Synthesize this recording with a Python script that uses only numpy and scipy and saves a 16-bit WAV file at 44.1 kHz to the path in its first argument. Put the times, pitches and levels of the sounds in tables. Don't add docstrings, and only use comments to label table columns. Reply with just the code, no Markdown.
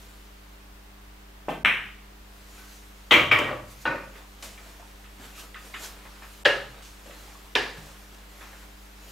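import sys
import numpy as np
from scipy import signal
from scipy.fft import rfft, irfft, next_fast_len
from scipy.io import wavfile
from scipy.ndimage import uniform_filter1d, minimum_filter1d, map_coordinates

SR = 44100
rng = np.random.default_rng(int(sys.argv[2]) if len(sys.argv) > 2 else 0)


def linear_from_db(decibels):
    return 10 ** (np.asarray(decibels, float) / 20)


def to_wav(s):
    ch = np.atleast_2d(s).T
    pcm = np.round(np.clip(ch, -1, 1) * 32767)
    wavfile.write(sys.argv[1], SR, pcm.astype(np.int16))


N = 401751
LEAD = 2048
SPAN, FAINT_SPAN = 30000, 14000
MAINS_HZ = 50.06
TOP_HZ, WIDE_HZ = 15800, 11600
STEP_ROOM_DB = -11.5
RISE_SHARE, EDGE_DB, ROUND = 0.46, 14, 0.91
UPRIGHT_S, STAND_S = 2.36, 0.3
STIR_RUB_DB, STIR_SHUFFLE_DB, STILL_RUB_DB, STILL_SHUFFLE_DB = -61.5, -58.5, -81, -77
GAP_HZ, LOBE_HZ, GAP_DB, LOBE_DB, FADE_DB = 4570, 2540, -45, -29.5, 2.5
DUCK_HZ, DUCK_DB, DUCK_S = 220, -34, 0.085

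# (time [s], direct level [dB], room level [dB])
CUE_BLOWS = [
    (1.4848, -13.5, -34),
    (1.494, -22, -39.5),
    (1.4968, -25, -35),
]
CLACKS = [
    (1.6494, 0, -21),
    (1.6517, -5, -24),
    (1.6573, -30, -44),
    (1.6589, 0, -36),
    (1.6602, -18, -32),
]
POCKET_CLACKS = [
    (3.1075, -33, -48),
    (3.1102, -4, -16.5),
    (3.1131, 4, -16),
    (3.122, -12, -21),
    (3.139, -3, -22),
]
REBOUND_CLACKS = [
    (3.3138, -7, -21),
    (3.3165, -8.5, -22.5),
    (3.326, -20, -40),
    (3.335, -17, -46),
    (3.344, -20, -36),
    (3.36, -13, -35),
    (3.389, -20, -34),
    (3.43, -33, -35.5),
    (3.47, -30, -59),
]
POCKET_THUDS = [
    (3.112, -13.5, -22.5),
    (3.14, -26, -26),
    (3.32, -15, -27),
    (3.39, -19.5, -30),
    (3.43, -41, -39.5),
    (3.49, -24, -49),
    (3.512, -24, -40),
    (3.53, -30, -57),
    (3.565, -35, -52),
]
SETTLING = [
    (3.8535, -15.5, -31),
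    (3.86, -25, -33.5),
    (3.875, -17.5, -41),
    (3.897, -27, -37),
    (3.93, -29, -39),
    (3.955, -35, -59),
]
CHALK_DOWN = [
    (6.4545, -7, -20.5),
    (6.46, -7, -29.5),
    (6.464, -11, -34),
]
CHALK_DOWN_AGAIN = [
    (7.554, -13.5, -26),
    (7.557, -13.5, -28.5),
    (7.562, -15.5, -45),
]
CHALK_TICKS = [(4.154, -43, -57), (4.576, -48, -55), (5.041, -46, -55), (5.544, -33.5, -51),
               (5.56, -56, -48), (5.74, -33, -39.5), (6.222, -60, -53), (7.106, -45, -54), (8.41, -44, -51)]
SNAPS = [(3.1102, -36, -52), (3.3165, -36, -47), (3.388, -26, -48.5), (4.425, -31.5, -44),
         (5.742, -46, -65), (6.453, -26, -60), (6.461, -32, -62), (6.822, -43, -54), (6.85, -42, -53.5),
         (7.5535, -25, -52), (8.145, -43, -68)]
EDGE_CLICKS = [
    (3.8535, -36, -44),
    (6.4518, -11, -35),
    (6.4545, -12, -29),
    (7.5508, -32, -50),
    (7.5535, -9.5, -34),
]
SCUFFS = [(2.57, -52, -65), (2.62, -52, -59), (4.8, -47, -68), (5.2, -59, -66), (6.052, -38.5, -56),
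          (6.222, -38, -56), (6.24, -42, -61), (8.412, -49, -52), (8.53, -43, -65), (8.62, -48, -63)]
# (time [s], direct level [dB])
STEPS = [(2.03, -52), (4.428, -36.5), (4.662, -46.5), (4.798, -49), (4.826, -64), (5.197, -41),
         (5.422, -43), (5.805, -37), (6.053, -46.5), (7.06, -40), (7.354, -52), (7.77, -38.5), (8.121, -45),
         (8.41, -43.5)]

# (frequency [Hz], level per Hz [dB])
CUE = [(53, -61), (90, -29), (145, 0), (407, -1.5), (443, -2), (586, -0.5), (1300, -9.5), (1420, -24),
       (1550, -13), (1690, -21.5), (2710, -13.5), (4350, -31), (15500, -39.5)]
BALLS = [(53, -45), (90, -27), (210, -13.5), (600, -16.5), (1000, -10), (1700, 0.5), (2250, 2),
         (3000, -3.5), (3600, -14), (4100, -22)]
BALL_HEAP = [(470, -51), (800, -17), (929, -14.5), (989, -13), (1240, -7.5), (1690, -10.5), (1940, -2),
             (2330, 0), (2640, -6.5), (3110, 0), (4990, -29), (5900, -24.5), (10400, -39.5), (14700, -35)]
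REBOUND = [(470, -36), (800, -16), (1200, -9), (1660, -10), (2320, -4), (2570, -15), (3090, -7),
           (4430, -33), (5340, -30), (6900, -50), (15500, -40)]
POCKET = [(41, -55), (70, -12.5), (124, -2.5), (168, -14.5), (253, -4), (441, -5), (490, -5), (823, -8),
          (1140, -5.5), (1840, -11.5), (5000, -34), (6500, -67), (11000, -120)]
TRAY = [(53, -46), (90, -6), (138, -1), (177, -3.5), (309, 5), (463, -1), (540, 8), (735, -3.5),
        (1470, -2.5), (1720, -3), (2600, -4.5), (3100, -15), (4400, -19), (7000, -31), (11700, -57),
        (19800, -120)]
RAIL = [(53, -53), (90, -39), (124, -8.5), (172, -26), (314, -10), (357, -5.5), (415, 0), (550, -8.5),
        (793, -6.5), (1050, -9.5), (1450, -6), (1700, -4), (2300, -10), (2890, -8.5), (4600, -18.5),
        (6500, -28.5), (12500, -42.5), (14500, -55)]
RAIL_CORNER = [(53, -34), (90, -21), (138, -9.5), (195, -25), (232, -6.5), (373, -3.5), (527, -3),
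               (626, -8.5), (759, -3), (1360, -6.5), (1720, 2.5), (2140, -5), (2890, -6.5), (4950, -12.5),
               (6500, -24), (9000, -31.5), (15500, -44)]
FERRULE = [(400, -12), (900, -7), (1300, 1), (2100, -4.5), (3700, -3.5), (4500, -22), (9000, -35),
           (16000, -50)]
EDGE = [(800, -24), (2000, 3.5), (3200, 13), (4500, -7), (6500, -38), (16000, -23)]
SNAP = [(800, -19), (2500, 1.5), (4500, -1.5), (7000, 0), (11000, -9.5), (16000, -16)]
SHOE = [(60, -21), (150, -5), (350, -2.5), (700, -5.5), (1800, -10.5), (3500, -15), (9000, -21),
        (16000, -29)]
SCUFF = [(250, -27), (550, -8), (1100, 0), (1600, -1.5), (2300, -7), (2900, -15), (6000, -28)]
SHUFFLE = [(200, -5.5), (500, -0.5), (1500, -1), (2500, -5.5), (4000, -10), (6000, -23)]
RUB = [(700, -30), (1300, -5), (2500, 2.5), (4000, 3), (7000, 2.5), (10000, -3), (12500, 0), (15500, -10.5)]
HISS = [(25, -15), (70, -2), (130, -3.5), (250, -3.5), (500, -2), (900, -1), (1500, -3), (3000, -7),
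        (6000, -14), (11000, -18), (13000, -14.5), (16000, -18.5)]

# (frequency [Hz], likeness [0 to 1])
HISS_ALIKE = [(130, 0.92), (300, 0.13), (640, 0.018), (3000, 0.041), (7000, 0.16)]
ROOM_ALIKE = [(130, 0.99), (300, 0.98), (640, 0.73), (3000, 0.75), (7000, 0.82)]
# (frequency [Hz], time to fall 60 dB [s])
ROOM = [(80, 1.14), (260, 0.51), (700, 0.55), (1800, 0.51), (5000, 0.55), (12000, 0.62)]
# (multiple of the mains frequency [1], level [dB rms])
HUM = [(1, -50), (2, -68), (4, -61.5), (6, -65), (8, -69), (10, -99)]

# (frequency [Hz], width [Hz], level [dB])
SHAFT_MODES = [(1560, 40, 2), (1790, 36, 9), (2040, 42, 4), (2400, 52, -6), (2660, 60, -7), (3120, 41, -1),
               (3410, 45, 0)]
SLATE_MODES = [(118, 9.4, 4), (216, 12, -11)]
HEAP_MODES = [(334, 40, 0), (937, 18, 7), (1250, 39, 2.5), (1560, 27, 0), (1958, 11, 4), (2250, 32, 2),
              (2353, 18, 1), (2690, 20, 5.5), (2900, 18, -2), (3140, 35, -8)]
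REBOUND_MODES = [(910, 19, -13), (1900, 15, 4), (2283, 18, 3.5), (2400, 21, 3), (2680, 48, 5.5)]
LINER_MODES = [(319, 41, -6), (598, 16, 2.5), (493, 6.8, 5), (1130, 29, 2)]
TRAY_MODES = [(313, 39, -11), (934, 47, 5.5), (1180, 150, 4), (1482, 32, 13), (1826, 26, 10.5),
              (2330, 27, -2), (2460, 21, 6), (3940, 26, -16)]
RAIL_MODES = [(555, 35, 4), (1280, 23, -3), (1678, 40, -1.5), (1813, 27, -1.5), (2860, 92, -6.5),
              (4100, 200, -10)]
CORNER_MODES = [(440, 65, 4), (1004, 27, 1), (1720, 20, 3.5), (2400, 30, 4), (2800, 54, 1), (3730, 80, -4),
                (4900, 180, -18)]
FERRULE_MODES = [(1284, 24, 0), (1810, 50, 6), (1990, 160, 4), (2490, 23, 9), (2630, 23, 5)]

# (time [s], peak level [dB], frequency [Hz], time to fall 60 dB [s]) # knocks of
KNOCKS = [(1.4855, -23.5, 620, 0.06), (1.497, -27, 665, 0.05), (1.6575, -21, 2400, 0.014),
          (1.672, -13, 1900, 0.017), (1.699, -15, 2400, .03), (1.726, -19, 1900, .03),
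          (3.1205, -11, 3070, .03), (3.1285, -15, 3030, .02), (3.138, -8, 2110, 0.034),
          (3.157, -20, 2400, .03), (3.172, -18, 3080, .03), (3.196, -12, 2360, .05),
          (3.2125, -24, 2300, .03), (3.325, -14, 2300, .025), (3.335, -16, 2290, 0.033),
          (3.337, -22, 950, 0.032), (3.359, -10.5, 2280, 0.024), (3.388, -25, 1250, 0.037),
          (3.4, -27, 2400, .06), (3.467, -27, 2300, 0.027), (3.488, -27.5, 1900, .04),
          (3.488, -28, 520, 0.099), (3.508, -24, 573, 0.048), (3.528, -26.5, 532, 0.079),
          (3.56, -35, 560, 0.037), (3.603, -38, 596, 0.045), (3.857, -24, 1250, .05),
          (3.861, -23, 1620, 0.048), (3.859, -39, 3930, 0.096), (3.875, -27, 1510, .03),
          (3.858, -44, 4900, .05), (3.93, -30, 1480, .08), (3.945, -30, 561, 0.17),
          (6.4565, -24, 1770, 0.027), (6.459, -12, 2800, 0.027), (6.459, -11, 1820, 0.053),
          (6.453, -25, 4700, 0.044), (6.462, -33, 5300, .03), (6.469, -13, 547, 0.099),
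          (6.486, -19, 1635, 0.04), (6.511, -27, 1730, .03), (7.5565, -27, 1760, 0.027),
          (7.558, -24, 945, 0.061), (7.5565, -28, 3770, 0.026), (7.585, -32, 1740, 0.027),
          (7.598, -22, 1760, .04), (7.6616, -37, 1720, .04)]
TICKS = [(2.03, -54, 124, .3), (4.159, -43, 466, .05), (4.427, -40, 377, 0.051), (4.576, -45, 2330, 0.064),
         (5.545, -33, 2050, 0.035), (5.555, -40, 1250, 0.1), (5.743, -36, 2080, .05),
         (4.662, -43, 674, .07), (4.797, -41, 694, 0.037), (4.826, -46, 900, .04), (5.068, -54, 1450, .04),
         (5.195, -40, 250, 0.039), (5.205, -51, 1750, .15), (5.265, -40, 195, 0.051),
         (5.375, -43.5, 1280, 0.13), (5.421, -47, 444, 0.033), (5.745, -36, 2860, .05),
         (5.81, -44, 397, 0.033), (5.752, -37, 2090, .04), (5.847, -41, 1500, 0.061),
         (5.768, -41, 1490, .04), (6.822, -41, 2900, 0.037), (6.928, -48, 1200, 0.037),
         (7.057, -46, 552, .05), (7.096, -39.5, 580, .05), (7.28, -44, 835, 0.056), (7.352, -43, 1105, .05),
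         (7.783, -36.5, 159, 0.076), (8.122, -53, 640, .05), (8.409, -46, 1560, .06)]
RINGS = [(1.492, -22.5, 814, .03), (1.508, -28.5, 500, 0.069), (3.3158, -6, 2400, .015),
         (3.3235, -11, 2400, .03), (3.3435, -18, 2500, .03), (3.377, -21, 2400, .05),
         (3.315, -17.5, 1206, .06), (3.854, -27, 2800, 0.065), (3.872, -44, 4050, .06),
         (3.895, -42, 3950, .07), (5.5585, -32, 1500, .03), (6.4545, -18, 3270, 0.038),
         (6.497, -27, 554, .12), (6.525, -28, 555, 0.13), (6.503, -22, 1668, .08), (6.505, -26, 2860, 0.15),
         (7.553, -15, 3600, .012), (7.5615, -17, 2500, .02), (7.555, -29, 5600, 0.036),
         (7.575, -28, 2970, .1), (2.585, -52, 1513, .4), (5.7385, -37, 2200, .03)]

# (peak time [s], length [s], rub level [dB], shuffle level [dB])
GESTURES = [(0.03, 0.97, -56.5, -53.5), (2.594, 0.49, -52, -49), (2.726, 0.27, -52, -69),
            (3.716, 0.15, -51, -55), (3.822, 0.15, -48.5, -61), (4.18, 0.15, -58, -42),
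            (4.449, 0.074, -43.5, -39), (4.673, 0.82, -56, -48.5), (5.256, 0.19, -50.5, -41.5),
            (5.4, 0.15, -43.5, -43), (5.667, 0.25, -49.5, -46.5), (5.846, .17, -39, -38.5),
            (6.04, 1, -68, -45.5), (6.33, 0.99, -54, -57), (6.78, 0.26, -66, -45), (7.21, 1, -53, -45.5),
            (7.878, 0.6, -53.5, -45.5), (8.428, 0.65, -56, -47), (8.56, 0.66, -57.5, -48.5),
            (9.1, 0.38, -51, -45.5)]
# (start [s], end [s], lowest lost frequency [Hz])
BLANKS = [
    (1.633, 1.647, 1000),
    (3.294, 3.313, 9500),
    (3.307, 3.31, 4430),
    (6.434, 6.448, 1130),
    (7.543, 7.5497, 700),
]


def along(points, hz):
    f, v = np.transpose(points)
    return np.interp(np.log(hz + 1), np.log(f + 1), v)


def unit(x):
    return x / np.sqrt(np.mean(x ** 2) + 1e-20)


def wobble(rate):
    knots = rng.standard_normal(int(N * rate / SR) + 4)
    return map_coordinates(knots, [np.arange(N) * rate / SR])


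def above(x, edge_hz):
    size = next_fast_len(x.shape[-1] + LEAD)
    keep = np.clip((np.fft.rfftfreq(size, 1 / SR) - edge_hz) / 200 + 0.5, 0, 1)
    return irfft(rfft(x, size) * keep, size)[..., :x.shape[-1]]


def stereo(pair, alike, hz):
    turn = np.arccos(np.clip(along(alike, hz), -1, 1)) / 2
    mid, side = pair[0] * np.cos(turn), pair[1] * np.sin(turn)
    return np.array([mid + side, mid - side])


def rush(spectrum, alike, patchy_db):
    hz, _, z = signal.stft(rng.standard_normal((2, N)), SR, nperseg=1024)
    field = uniform_filter1d(rng.standard_normal(z.shape[1:]), size=10, axis=0)
    field = uniform_filter1d(field, size=6, axis=1)
    z = z * linear_from_db(patchy_db * unit(field) + along(spectrum, hz)[:, None])
    return unit(signal.istft(stereo(z, alike, hz[:, None]), nperseg=1024)[1][:, :N])


def tail(build_s, slower, span):
    hz, t, z = signal.stft(rng.standard_normal((2, SPAN))[:, :span], SR, nperseg=512)
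    z = stereo(z, ROOM_ALIKE, hz[:, None]) * linear_from_db(-60 * t / (slower * along(ROOM, hz)[:, None]))
    build_up = 1 - np.exp(-(np.arange(span) / SR / build_s) ** 2)
    x = signal.istft(z, nperseg=512)[1][:, :span] * build_up
    return x / np.sqrt(np.mean(x[:, :SR // 20] ** 2))


def scatter(smear_s):
    x = rng.standard_normal(LEAD) * np.exp(-np.arange(LEAD) / SR / smear_s)
    x[0] = 2
    return x / np.linalg.norm(x)


def contacts(rows, spectrum, modes=(), ringing=1, pan_db=0.1, build_s=0.006, slower=1.01, lift_db=6,
             smear_s=0.011, soft_hz=9000, span=SPAN, blur_db=-1, wet_pan_db=0.0):
    size = 2 ** int(np.log2(span) + 1)
    hz = np.fft.rfftfreq(size, 1 / SR)
    log_gain = np.log(linear_from_db(along(spectrum, hz)) + 1e-6)
    cepstrum = irfft(log_gain, size)
    cepstrum[1:size // 2] *= 2
    cepstrum[size // 2 + 1:] = 0
    phase = np.clip(ringing, 0, 1) * rfft(cepstrum).imag
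    colour = -np.exp(log_gain + 1j * phase)
    rings = sum(linear_from_db(db + lift_db) * 1j * hz * w / (c * c - hz * hz + 1j * hz * w + 1e-9) for c, w, db in modes)
    far = colour * (1 + linear_from_db(blur_db) * rings)
    colour = colour * (1 + rings)
    small = hz ** 2 / (hz ** 2 + 220 ** 2) / (1 + (hz / soft_hz) ** 4)
    sides = np.array([[0.5], [-0.5]])
    far = far * linear_from_db(wet_pan_db * sides) / np.linalg.norm(irfft(far, size))
    out = np.zeros((2, N + size + LEAD))
    for s, direct_db, room_db in rows:
        blow = small * rfft(scatter(smear_s), size)
        peak = np.abs(irfft((blow * colour)[::8])).max()
        direct = blow * linear_from_db(direct_db + pan_db * sides) / peak
        room = linear_from_db(room_db) * rfft(tail(build_s, slower, span), size) * far
        delay = np.exp(-2j * np.pi * hz * (LEAD / SR + s % (1 / SR)))
        out[:, int(s * SR):][:, :size] += irfft((direct * colour + room) * delay, size)
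    return out[:, LEAD:LEAD + N]


def knocks(rows, attack_s, spread, room_db):
    x, t = np.zeros(N + LEAD * 4), np.arange(LEAD * 4) / SR
    for (s, db, hz, t60), (apart, phase) in zip(rows, rng.uniform(-1.01, 1, (len(rows), 2))):
        pair = np.sin(2 * np.pi * hz * t)
        pair += 0.5 * np.sin(2 * np.pi * hz * (1 + spread * apart) * t + np.pi * phase)
        x[int(s * SR):][:len(t)] += linear_from_db(db - 60 * t / t60) * (1 - np.exp(-t / attack_s)) * pair
    answer = tail(0.0044, 0.71, FAINT_SPAN)
    answer = answer / np.linalg.norm(answer[0])
    return x[:N] + linear_from_db(room_db) * signal.oaconvolve(x[None, :N], answer, axes=1)[:, :N]


def background():
    turn = 2 * np.pi * np.cumsum(MAINS_HZ + 0.0752 * wobble(0.589)) / SR
    hum = 0
    for k, db in HUM:
        level = np.sqrt(2) * linear_from_db(db + 0.22 * wobble(6.4) + 1.66 * wobble(90))
        hum = hum + level * np.sin(k * turn + rng.uniform(0, 2 * np.pi))
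    return hum + linear_from_db(-53.0) * rush(HISS, HISS_ALIKE, patchy_db=-0.3)


def ducking(x):
    mono = x.mean(axis=0)
    memory = int(DUCK_S * SR)
    power = (mono - above(mono, DUCK_HZ)) ** 2
    bass = np.abs(uniform_filter1d(power, size=memory, origin=(memory - 1) // 2))
    return 1 / np.sqrt(1 + bass / linear_from_db(2 * DUCK_DB))


def swells(column, still_db, stir_db):
    t = np.arange(N) / SR
    power = linear_from_db(2 * np.interp(t, [UPRIGHT_S - STAND_S, UPRIGHT_S], [still_db, stir_db]))
    for row in GESTURES:
        s, length = row[:2]
        near = slice(max(int((s - length) * SR), 0), int((s + 2 * length) * SR))
        share = np.where(t[near] < s, RISE_SHARE, 1 - RISE_SHARE)
        away = np.abs(t[near] - s) / (length * share)
        power[near] += linear_from_db(2 * (row[column] - EDGE_DB * away ** ROUND))
    return np.sqrt(power)


def player():
    shuffle = swells(column=3, still_db=STILL_SHUFFLE_DB, stir_db=STIR_SHUFFLE_DB) * linear_from_db(-6.0)
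    shuffle = shuffle * rush(SHUFFLE, ROOM_ALIKE, patchy_db=1.5)
    rub = swells(column=2, still_db=STILL_RUB_DB, stir_db=STIR_RUB_DB) * linear_from_db(0.44 * wobble(40))
    rub = rub * rush(RUB, ROOM_ALIKE, patchy_db=2.0)
    snaps = contacts(SNAPS, SNAP, span=FAINT_SPAN, smear_s=0.0038, soft_hz=15000, build_s=0.0019, slower=0.93)
    footfalls = [(s, db, db + STEP_ROOM_DB) for s, db in STEPS]
    steps = contacts(footfalls, SHOE, span=FAINT_SPAN, smear_s=0.0025, pan_db=-2.0, build_s=0.0019, slower=1.0)
    scuffs = contacts(SCUFFS, SCUFF, span=FAINT_SPAN, smear_s=0.019, build_s=0.0093, slower=0.59)
    return shuffle + rub + snaps + steps + scuffs


def small_rings():
    bodies = knocks(KNOCKS, attack_s=0.00068, spread=0.084, room_db=-8)
    ticks = knocks(TICKS, attack_s=0.0012, spread=0.135, room_db=-3.0)
    return bodies + ticks + knocks(RINGS, attack_s=0.00085, spread=0.041, room_db=-13)


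def hard_edges():
    return contacts(EDGE_CLICKS, EDGE, span=FAINT_SPAN, ringing=0.16, smear_s=0.00076, soft_hz=12000,
                    build_s=0.00097, slower=0.27)


def chalk():
    ticks = contacts(CHALK_TICKS, FERRULE, FERRULE_MODES, span=FAINT_SPAN, smear_s=0.0086, lift_db=1.5,
                     pan_db=-5.0, build_s=0.001, slower=0.7)
    first = contacts(CHALK_DOWN, RAIL, RAIL_MODES, blur_db=-8.5, wet_pan_db=0.3, smear_s=0.0032, soft_hz=9000,
                     lift_db=14.0, pan_db=1.0, build_s=0.001, slower=0.9)
    again = contacts(CHALK_DOWN_AGAIN, RAIL_CORNER, CORNER_MODES, blur_db=-10, wet_pan_db=0.2, smear_s=0.0051,
                     soft_hz=8000, lift_db=4.5, pan_db=-1.0, build_s=0.00086, slower=0.95)
    return ticks + first + again


def pocket():
    heap = contacts(POCKET_CLACKS, BALL_HEAP, HEAP_MODES, blur_db=-7.5, wet_pan_db=1.0, smear_s=0.00064,
                    soft_hz=12000, lift_db=10.5, ringing=0.26, pan_db=2.0, build_s=0.00081, slower=0.85)
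    liner = contacts(POCKET_THUDS, POCKET, LINER_MODES, lift_db=5.0, pan_db=4.5, build_s=0.011, slower=1.0)
    rebound = contacts(REBOUND_CLACKS, REBOUND, REBOUND_MODES, blur_db=-7.0, wet_pan_db=0.2, smear_s=0.00064,
                       lift_db=9.5, ringing=0.2, pan_db=4.0, build_s=0.0012, slower=0.85)
    settling = contacts(SETTLING, TRAY, TRAY_MODES, blur_db=-13.5, span=FAINT_SPAN, smear_s=0.0071,
                        lift_db=13.5, pan_db=1.0, build_s=0.0088, slower=0.96)
    return heap + rebound + liner + settling


def lobes(count):
    points = []
    for k in range(count):
        for part, db in ((0, GAP_DB), (0.25, LOBE_DB), (0.7, LOBE_DB - 5.5)):
            points.append((GAP_HZ + (k + part) * LOBE_HZ, db - k * FADE_DB))
    return points


def shot():
    cue = contacts(CUE_BLOWS, CUE, SHAFT_MODES, blur_db=-3.5, span=FAINT_SPAN, lift_db=11.5, ringing=0.13,
                   smear_s=1e-5, soft_hz=1300, pan_db=0.0, build_s=0.0015, slower=0.71)
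    clack = contacts(CLACKS, BALLS + lobes(count=5), SLATE_MODES, wet_pan_db=0.5, lift_db=5, smear_s=1e-5,
                     soft_hz=19000, ringing=0.044, pan_db=2.5, build_s=0.0047, slower=0.97)
    return cue + clack


def scene():
    floor = background()
    play = player() + small_rings() + hard_edges() + chalk() + pocket() + shot()
    return ducking(play) * floor + play


def limited(x, top):
    need = np.minimum(1, top / (np.abs(x).max(axis=0) + 1e-9))
    return x * uniform_filter1d(minimum_filter1d(need, size=129), size=65)


def top_cut(x):
    return signal.sosfilt(signal.butter(12, 16820, fs=SR, output="sos"), x)


def record(dry):
    x = limited(dry, 0.98)
    x = x - above(x, TOP_HZ)
    x = x - above(x - x.mean(axis=0), WIDE_HZ)
    for start, end, edge_hz in BLANKS:
        near = np.arange(-LEAD, LEAD) + int(start * SR)
        gate = np.clip(np.minimum(near / SR - start, end - near / SR) / 0.0027, 0, 1)
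        x[:, near] -= gate * above(x[:, near], edge_hz)
    return top_cut(x)


dry = scene()
out = record(dry)
to_wav(out)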